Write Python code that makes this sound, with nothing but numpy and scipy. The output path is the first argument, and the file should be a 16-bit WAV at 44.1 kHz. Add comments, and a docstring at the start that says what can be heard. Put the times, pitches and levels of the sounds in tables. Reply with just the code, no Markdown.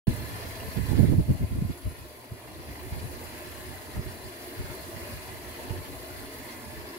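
"""Stone-walled terrace, wooden hot tub. Jets churn the water: big bubbles gurgle, drops splash and
bursting foam fizzes, all dipping in level after the first second and recovering. Air drawn into the
nozzles rushes and whistles, the pump hums faintly and the hollow of the tub rings. A light draught
and puffs of wind buffet the two microphone ports, hardest around the first second."""
import sys
import numpy as np
from scipy import signal
from scipy.fft import rfft, irfft, next_fast_len
from scipy.io import wavfile
from scipy.ndimage import uniform_filter1d, map_coordinates

SR = 44100
rng = np.random.default_rng(int(sys.argv[2]) if len(sys.argv) > 2 else 0)


def persist_wave(psi):
    """Save psi, clipped to +-1, as 16-bit WAV."""
    counts = np.round(np.clip(psi, -1, 1) * 32767).astype(np.int16)
    wavfile.write(sys.argv[1], SR, np.atleast_2d(counts).T)


N = 307818
TIME_S = np.arange(N) / SR


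def amp(db):
    """Decibels to gain."""
    return 10 ** (np.asarray(db) / 20)


def unit(x):
    """Scale to rms 1."""
    return x / np.sqrt(np.mean(x ** 2) + 1e-20)


def pan(pan_db):
    """Port gains for a left-minus-right level."""
    return amp(np.array([[.5], [-.5]]) * pan_db)


def at_freq(points, hz):
    """Interpolate (freq_hz, value) rows on a log axis."""
    freq_hz, values = np.transpose(points)
    return np.interp(np.log(hz + 1), np.log(freq_hz + 1), values)


def over_time(points):
    """Interpolate (time_s, value) rows per sample."""
    return np.interp(TIME_S, *np.transpose(points))


def wobble(rate_hz):
    """Smooth random curve with knots at rate_hz."""
    knots = rng.standard_normal(int(N * rate_hz / SR) + 4)
    return map_coordinates(knots, [TIME_S * rate_hz])


def filtered(x, response):
    """Apply a gain given as a function of frequency."""
    size = next_fast_len(N + SR // 2)
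    return irfft(rfft(x, size) * response(np.fft.rfftfreq(size, 1 / SR)), size)[..., :N]


def resonance(hz, centre_hz, width_hz):
    """Bell curve of height 1."""
    return 1 / (1 + (2 * (hz - centre_hz) / width_hz) ** 2)


def narrow_hiss(centre_hz, width_hz, shared):
    """Noise through one resonance, partly common to both ports."""
    noise = rng.standard_normal((2, N)) + shared * rng.standard_normal(N)
    return unit(filtered(noise, lambda hz: resonance(hz, centre_hz, width_hz)))


def turbulence(spectrum, shared):
    """Coloured noise of even strength, partly common to both ports."""
    white = rng.standard_normal((2, N)) + shared * rng.standard_normal(N)
    noise = unit(filtered(white, lambda hz: amp(at_freq(spectrum, hz))))
    power = uniform_filter1d(uniform_filter1d(noise ** 2, size=900), size=900)
    return noise / np.sqrt(np.abs(power) + 0.021)


def bubbles(per_s, lo_hz, hi_hz, cycles, spread_db, samples):
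    """Random bubbles: damped sines rising in pitch, a few much louder than the rest."""
    when, pitch, loud, life = rng.random((int(per_s * N / SR), 4)).T[:, :, None]
    pitch_hz = lo_hz * (hi_hz / lo_hz) ** pitch
    turns = pitch_hz * np.arange(samples) / SR
    age = turns / (cycles * (.5 + life))
    strength = amp(-spread_db * np.log(1 - .985 * loud)) * pitch_hz
    rise = 1 + 0.027 * np.minimum(age, 5)
    ring = strength * np.exp(-age) * np.sin(2 * np.pi * turns * rise)
    index = (when * N).astype(int) + np.arange(samples)
    return unit(np.bincount(index.ravel(), ring.ravel(), N + samples)[:N])


def terrace(x, t60_s, wet_db):
    """Direct sound plus a diffuse wash of reflections, renewed often so that no pitch rings out."""
    hop = SR // 6
    tail_s = np.arange(SR // 4) / SR
    frames = np.lib.stride_tricks.sliding_window_view(np.pad(x, (hop, 2 * hop)), 2 * hop)[::hop]
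    frames = frames * np.hanning(2 * hop) ** .5
    responses = rng.standard_normal((len(frames), 2, len(tail_s))) * amp(-60 * tail_s / t60_s)
    responses *= amp(wet_db) / np.linalg.norm(responses, axis=2, keepdims=True)
    responses[:, 0, 6] += 1
    responses[:, 1, 0] += 1  # direct sound reaches the right port first
    out = np.zeros((2, N + SR))
    for k, echo in enumerate(signal.fftconvolve(frames[:, None], responses, axes=2)):
        out[:, k * hop:][:, :echo.shape[1]] += echo
    return unit(out[:, hop:hop + N])


def near_walls(x, echo_db):
    """Direct sound plus eight weak echoes per port from the nearest walls."""
    delays_s = rng.uniform(.002, .03, (2, 8))
    taps = np.zeros((2, SR // 30))
    taps[:, 0] = 1
    taps[[[0], [1]], (delays_s * SR).astype(int)] = amp(echo_db)
    return unit(signal.fftconvolve(x, taps, axes=1)[:, :N])


# Modes of the tub and fittings: centre_hz, width_hz, boost_db
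TUB_MODES = [(365.3, 31, 6), (462, 45, 2), (742, 19, 3), (890, 26, 2.5), (1770, 55, -1), (2025, 260, 5),
             (2460, 60, 0.5), (2864, 50, 4), (3280, 59, 3), (3460, 130, 5), (4290, 90, 4.5),
             (4570, 124, 4.5), (4840, 120, 3), (11600, 80, 4), (12200, 120, 2.5), (12400, 80, 3)]
# Left-right likeness of the water: freq_hz, correlation
WATER_CORRELATION = [(100, 1), (300, 0.76), (700, 0.3), (1250, -0.51), (2000, 0.18), (5500, -0.088),
                     (15000, -0.071)]

def water_layer(grains, spectrum, wash_db, surge_db):
    """Bubbles over a wash of countless smaller ones, coloured by the tub; bass alike at both ports."""
    def mid_side_gains(hz):
        modes_db = sum(db * resonance(hz, centre_hz, width_hz) for centre_hz, width_hz, db in TUB_MODES)
        angle = np.arccos(np.clip(at_freq(WATER_CORRELATION, hz), -1, 1)) / 2
        return amp(at_freq(spectrum, hz) + modes_db) * [np.cos(angle), np.sin(angle)]

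    left, right = grains + amp(wash_db) * rng.standard_normal((2, N))
    mid, side = filtered(np.array([left + right, left - right]), mid_side_gains)
    return unit(np.array([mid + side, mid - side]) * amp(surge_db))


# Loudness of the water, dips after the big gust, then recovers: time_s, level_db
WATER_LEVEL = [(0.15, -48), (0.6, -48), (0.92, -46.5), (1.03, -49), (1.22, -55), (1.99, -54.5),
               (2.27, -57.5), (2.8, -52), (3.6, -50), (3.95, -51), (5.05, -49.5), (6.95, -51)]

def follow_water(usual_db, db_per_db):
    """Gain of a layer that follows the water's loudness; usual_db at a water level of -50.5 dB."""
    return amp(usual_db + db_per_db * (over_time(WATER_LEVEL) + 50.5))


# Big-bubble spectrum: freq_hz, level_db
GURGLE_SPECTRUM = [(70, -18), (170, -10), (250, -2), (340, -3), (430, -4.5), (540, -7.5), (650, -3),
                   (760, -10.5), (920, -6.5), (1060, -8.5), (1250, -17.5), (2200, -24)]
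# Big-bubble envelope: time_s, level_db
GURGLE_LEVEL = [(0.15, -43), (0.9, -43.5), (1.4, -48), (2.25, -50.5), (2.9, -44.5), (3.6, -45), (4.3, -46),
                (4.85, -44.5), (5.0, -42), (5.2, -45), (5.45, -45), (5.68, -42), (6.05, -45.5),
                (6.95, -44.5)]

def gurgle(heave):
    """Big bubbles from the jets ring low."""
    big = bubbles(per_s=800, lo_hz=201.3, hi_hz=1285, cycles=3.37, spread_db=2.5, samples=1200)
    big = terrace(big, t60_s=0.15, wet_db=1)
    surge_db = 0.31 * heave + 0.18 * wobble(55)
    return amp(over_time(GURGLE_LEVEL)) * water_layer(big, GURGLE_SPECTRUM, wash_db=8, surge_db=surge_db)


# Falling-drop spectrum: freq_hz, level_db
SPLASH_SPECTRUM = [(600, -21.5), (1050, 0), (1350, -4), (1700, -2.5), (2100, -4), (2600, -4), (3200, -9),
                   (3750, -10.5), (4100, -7.5), (4750, -8.5), (5400, -11), (8000, -18)]

def splash(heave):
    """Drops fall back onto the heaving surface."""
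    drops = bubbles(per_s=1800, lo_hz=1096, hi_hz=5680, cycles=2.97, spread_db=3.5, samples=400)
    drops = terrace(drops, t60_s=0.12, wet_db=6.5)
    water = water_layer(drops, SPLASH_SPECTRUM, wash_db=3.5, surge_db=0.56 * heave + 0.84 * wobble(50))
    return follow_water(usual_db=-47.5, db_per_db=0.9) * near_walls(water, echo_db=-21.5)


# Bursting-foam spectrum: freq_hz, level_db
FIZZ_SPECTRUM = [(3000, -29), (5400, -10), (7000, -2.5), (8400, -5), (9400, 1), (10600, 1), (11400, 0.5),
                 (12600, 0.5), (14000, -2), (15700, -1.5)]

def fizz(heave):
    """Tiny foam bubbles burst in spurts."""
    foam = bubbles(per_s=1500, lo_hz=4350, hi_hz=16050, cycles=2.6, spread_db=4, samples=100)
    foam = terrace(foam, t60_s=0.067, wet_db=18)
    spurts_db = .4 * wobble(7) + .5 * wobble(25) + .45 * wobble(70)
    water = water_layer(foam, FIZZ_SPECTRUM, wash_db=3, surge_db=0.12 * heave + spurts_db)
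    return follow_water(usual_db=-49, db_per_db=0.98) * near_walls(water, echo_db=-23) * pan(0.8)


# Nozzle whistle bands: centre_hz, width_hz, relative_db
WHISTLE_BANDS = [(9890, 100, -4), (10090, 250, -3), (11470, 220, -9.5), (11300, 110, -15)]
# Whistle envelope: time_s, level_db
WHISTLE_LEVEL = [(0.1, -63), (1.2, -61.5), (1.55, -59.5), (1.95, -61), (2.3, -65), (2.9, -61.5), (3.6, -60),
                 (4.6, -62.3), (6.95, -61.5)]
# Thin tones in the air rush: centre_hz, width_hz, relative_db
RUSH_TONES = [(1012, 13, -5), (1702, 14, -5.5), (2024, 75, -10), (2410, 14, -10.5)]

def nozzles():
    """Air drawn into the jets: a wavering whistle, an even sizzle and, when loudest, a singing rush."""
    whistle = sum(amp(db + 1.8 * wobble(9)) * narrow_hiss(hz, width_hz, shared=1.1)
                  for hz, width_hz, db in WHISTLE_BANDS)
    whistle_db = over_time(WHISTLE_LEVEL) + 1.4 * wobble(13)
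    rush = amp(1.5 * wobble(6.7)) * narrow_hiss(centre_hz=1757, width_hz=190, shared=0.53)
    tones = sum(amp(db) * narrow_hiss(hz, width_hz, shared=0.32) for hz, width_hz, db in RUSH_TONES)
    sizzle = narrow_hiss(centre_hz=4044, width_hz=140, shared=1)
    return (amp(whistle_db) * whistle
            + follow_water(usual_db=-60.5, db_per_db=1.95) * (rush + tones)
            + follow_water(usual_db=-64, db_per_db=1) * sizzle)


# Mains and impeller tones: pitch_hz, level_db
PUMP_TONES = [(120, -63), (685, -68), (1027, -67), (1146, -81)]

def pump():
    """Mains hum and impeller tones, unsteady as air passes through the pump."""
    clock_s = np.cumsum(1 + .003 * wobble(25)) / SR
    out = np.zeros((2, N))
    for pitch_hz, level_db in PUMP_TONES:
        peak = np.sqrt(2) * amp(level_db + 3.6 * wobble(22))
        port_turns = 0.22 * rng.random((2, 1))
        out += peak * np.sin(2 * np.pi * (pitch_hz * clock_s + port_turns))
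    return out


# Draught envelope: time_s, level_db
DRAUGHT_LEVEL = [(0.1, -34), (0.4, -41), (0.55, -45.5), (0.9, -37), (1.6, -39.5), (1.76, -41.5), (2.0, -45),
                 (2.15, -56), (2.43, -56.5), (2.6, -45.5), (2.95, -43), (3.45, -51), (3.68, -44),
                 (3.85, -52), (4.24, -48), (4.37, -57), (4.6, -49.5), (5.25, -50), (5.8, -44.5), (6.3, -50),
                 (6.46, -55), (6.78, -43.5), (6.95, -61)]
# Draught spectrum: freq_hz, level_db
DRAUGHT_SPECTRUM = [(15, -33), (35, -19), (58, -0.5), (85, 2), (125, -6), (170, -15.5), (300, -17),
                    (600, -63)]

def draught():
    """A light draught rumbles on each port in random lumps."""
    lumps_db = 5.5 * np.minimum([wobble(20), wobble(20)], 1)
    return amp(over_time(DRAUGHT_LEVEL) + lumps_db) * pan(-2) * turbulence(DRAUGHT_SPECTRUM, shared=0.76)


# Wind puffs: centre_s, half_length_s, strength_db, pan_db, extra_eddies_db
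PUFFS = [(0.082, 0.014, -27.5, -10, 4.5), (0.103, 0.014, -31, 14, 7), (0.2, 0.026, -36.5, -11, -11),
         (0.375, .014, -42, -2, -4), (0.685, 0.012, -38.5, 18, 1), (0.787, 0.019, -28, -18, 0.5),
         (0.832, 0.019, -32.5, -22, -5), (0.934, 0.032, -25, -21.5, -6.5),
         (0.998, 0.017, -16.5, -10.5, 0.5), (1.04, .014, -20, -17, 1.5), (1.09, 0.022, -21, -4.5, 3.5),
         (1.136, 0.019, -18, -9.5, -1), (1.195, 0.018, -18.5, -0.5, 2), (1.305, 0.016, -19, -1.5, 3),
         (1.348, 0.0094, -29, 7.5, 4), (1.43, 0.02, -20.5, 2, -2), (1.523, 0.0093, -26, -4, 3),
         (1.577, 0.029, -25.5, 0.5, 2), (1.627, 0.0093, -24.5, -2, 1.5), (1.653, 0.014, -26.5, -2, 2),
         (1.703, 0.0096, -27.5, -1.5, 11.5), (1.869, 0.013, -24.5, 4.5, -5), (1.924, 0.0075, -39, -5, -3),
         (2.33, 0.013, -39, 1, 6), (2.877, 0.01, -42, 11, -1), (2.935, 0.0061, -32, -5, 0),
         (2.972, 0.011, -30.5, -6.5, 0), (3.048, 0.018, -40, 17.5, 4), (3.981, 0.024, -32.5, -7, 6),
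         (4.072, 0.015, -34, -10, -14), (4.265, 0.014, -40, -4, -10), (4.602, 0.011, -28, 3, -12),
         (4.649, 0.0083, -32, 0, 2), (4.71, 0.018, -44, 19, 3), (4.96, 0.016, -42.5, -15, 0),
         (5.035, 0.011, -38.5, 5, 2), (5.144, 0.027, -36.5, 1, -6), (5.72, 0.012, -34, -7, -6),
         (5.782, 0.015, -34, -4, 0), (6.792, 0.025, -39.5, 0, 3)]
# Puff thud spectrum: freq_hz, level_db
THUD_SPECTRUM = [(15, -50), (40, -11), (70, 5.5), (100, 6.5), (155, -6), (220, -16.5), (400, -33),
                 (900, -79)]
# Small-eddy spectrum: freq_hz, level_db
EDDY_SPECTRUM = [(60, -5.5), (140, 3.5), (220, -1), (330, -8.5), (450, -17), (650, -27), (1200, -44),
                 (3000, -61)]

def puffs():
    """Each puff thuds on the ports; the stronger it is, the more small eddies brighten it."""
    thud_power, eddy_power = np.zeros((2, 2, N))
    for centre_s, half_s, strength_db, pan_db, eddies_db in PUFFS:
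        near = np.abs(TIME_S - centre_s) < 4 * half_s
        swell = np.exp(-.5 * ((TIME_S[near] - centre_s) / half_s) ** 2)
        strength = amp(strength_db) * pan(pan_db) * swell
        thud_power[:, near] += (amp(-5) * strength ** 0.89) ** 2
        eddy_power[:, near] += (amp(5.5 + eddies_db) * strength ** 1.544) ** 2
    thuds = np.sqrt(thud_power) * turbulence(THUD_SPECTRUM, shared=0.36)
    eddies = np.sqrt(eddy_power) * turbulence(EDDY_SPECTRUM, shared=0.25)
    return thuds + eddies


# Single pushes of air: centre_s, peak_db, pitch_hz, pan_db
THUMPS = [(0.083, -16, 140, -22), (1.187, -11, 115, -3), (1.298, -14.5, 110, -1), (1.624, -16, 135, 1),
          (2.321, -29.5, 105, 0), (2.926, -25.5, 80, -2), (3.98, -22.5, 95, 1), (3.997, -26.5, 105, -9),
          (5.71, -28.5, 100, -9)]

def thumps():
    """A big eddy passes the ports: one low push of about a cycle, no ring."""
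    port_lags_s = 0.00091 * rng.uniform(-1.26, 1, (len(THUMPS), 2, 1))
    out = np.zeros((2, N))
    for (centre_s, peak_db, pitch_hz, pan_db), lag_s in zip(THUMPS, port_lags_s):
        near = np.abs(TIME_S - centre_s) < .03
        phase = np.pi * pitch_hz * (TIME_S[near] - centre_s - lag_s)
        push = (2 * phase ** 2 - 1) * np.exp(-phase ** 2)
        out[:, near] += amp(peak_db) * pan(pan_db) * push
    return out


# Envelope of the tub's hollow ring: time_s, level_db
HOLLOW_LEVEL = [(0.9, -72), (1.8, -58.5), (2.3, -61), (3.0, -58), (4.4, -54.5), (6.95, -57)]

def hollow():
    """Water keeps the hollow of the tub ringing, clearer later on."""
    return amp(over_time(HOLLOW_LEVEL)) * narrow_hiss(centre_hz=611.4, width_hz=41, shared=1)


def scene():
    """Three water layers on one heaving surface, plus nozzles, pump, wind and tub ring."""
    heave = wobble(14)
    water = gurgle(heave) + splash(heave) + fizz(heave)
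    return water + nozzles() + pump() + draught() + puffs() + thumps() + hollow()


def record(dry):
    """Sound sets in after a moment; the hardest thuds are rounded off and the top treble is cut."""
    start_s, fade_s, ceiling, top_hz = .069, .002, .6, 15760
    fade_in = np.clip((TIME_S - start_s) / fade_s, 0, 1)
    rounded = dry / (1 + (dry / ceiling) ** 4) ** .25
    return filtered(rounded * fade_in, lambda hz: hz < top_hz)


dry = scene()
out = record(dry)
persist_wave(out)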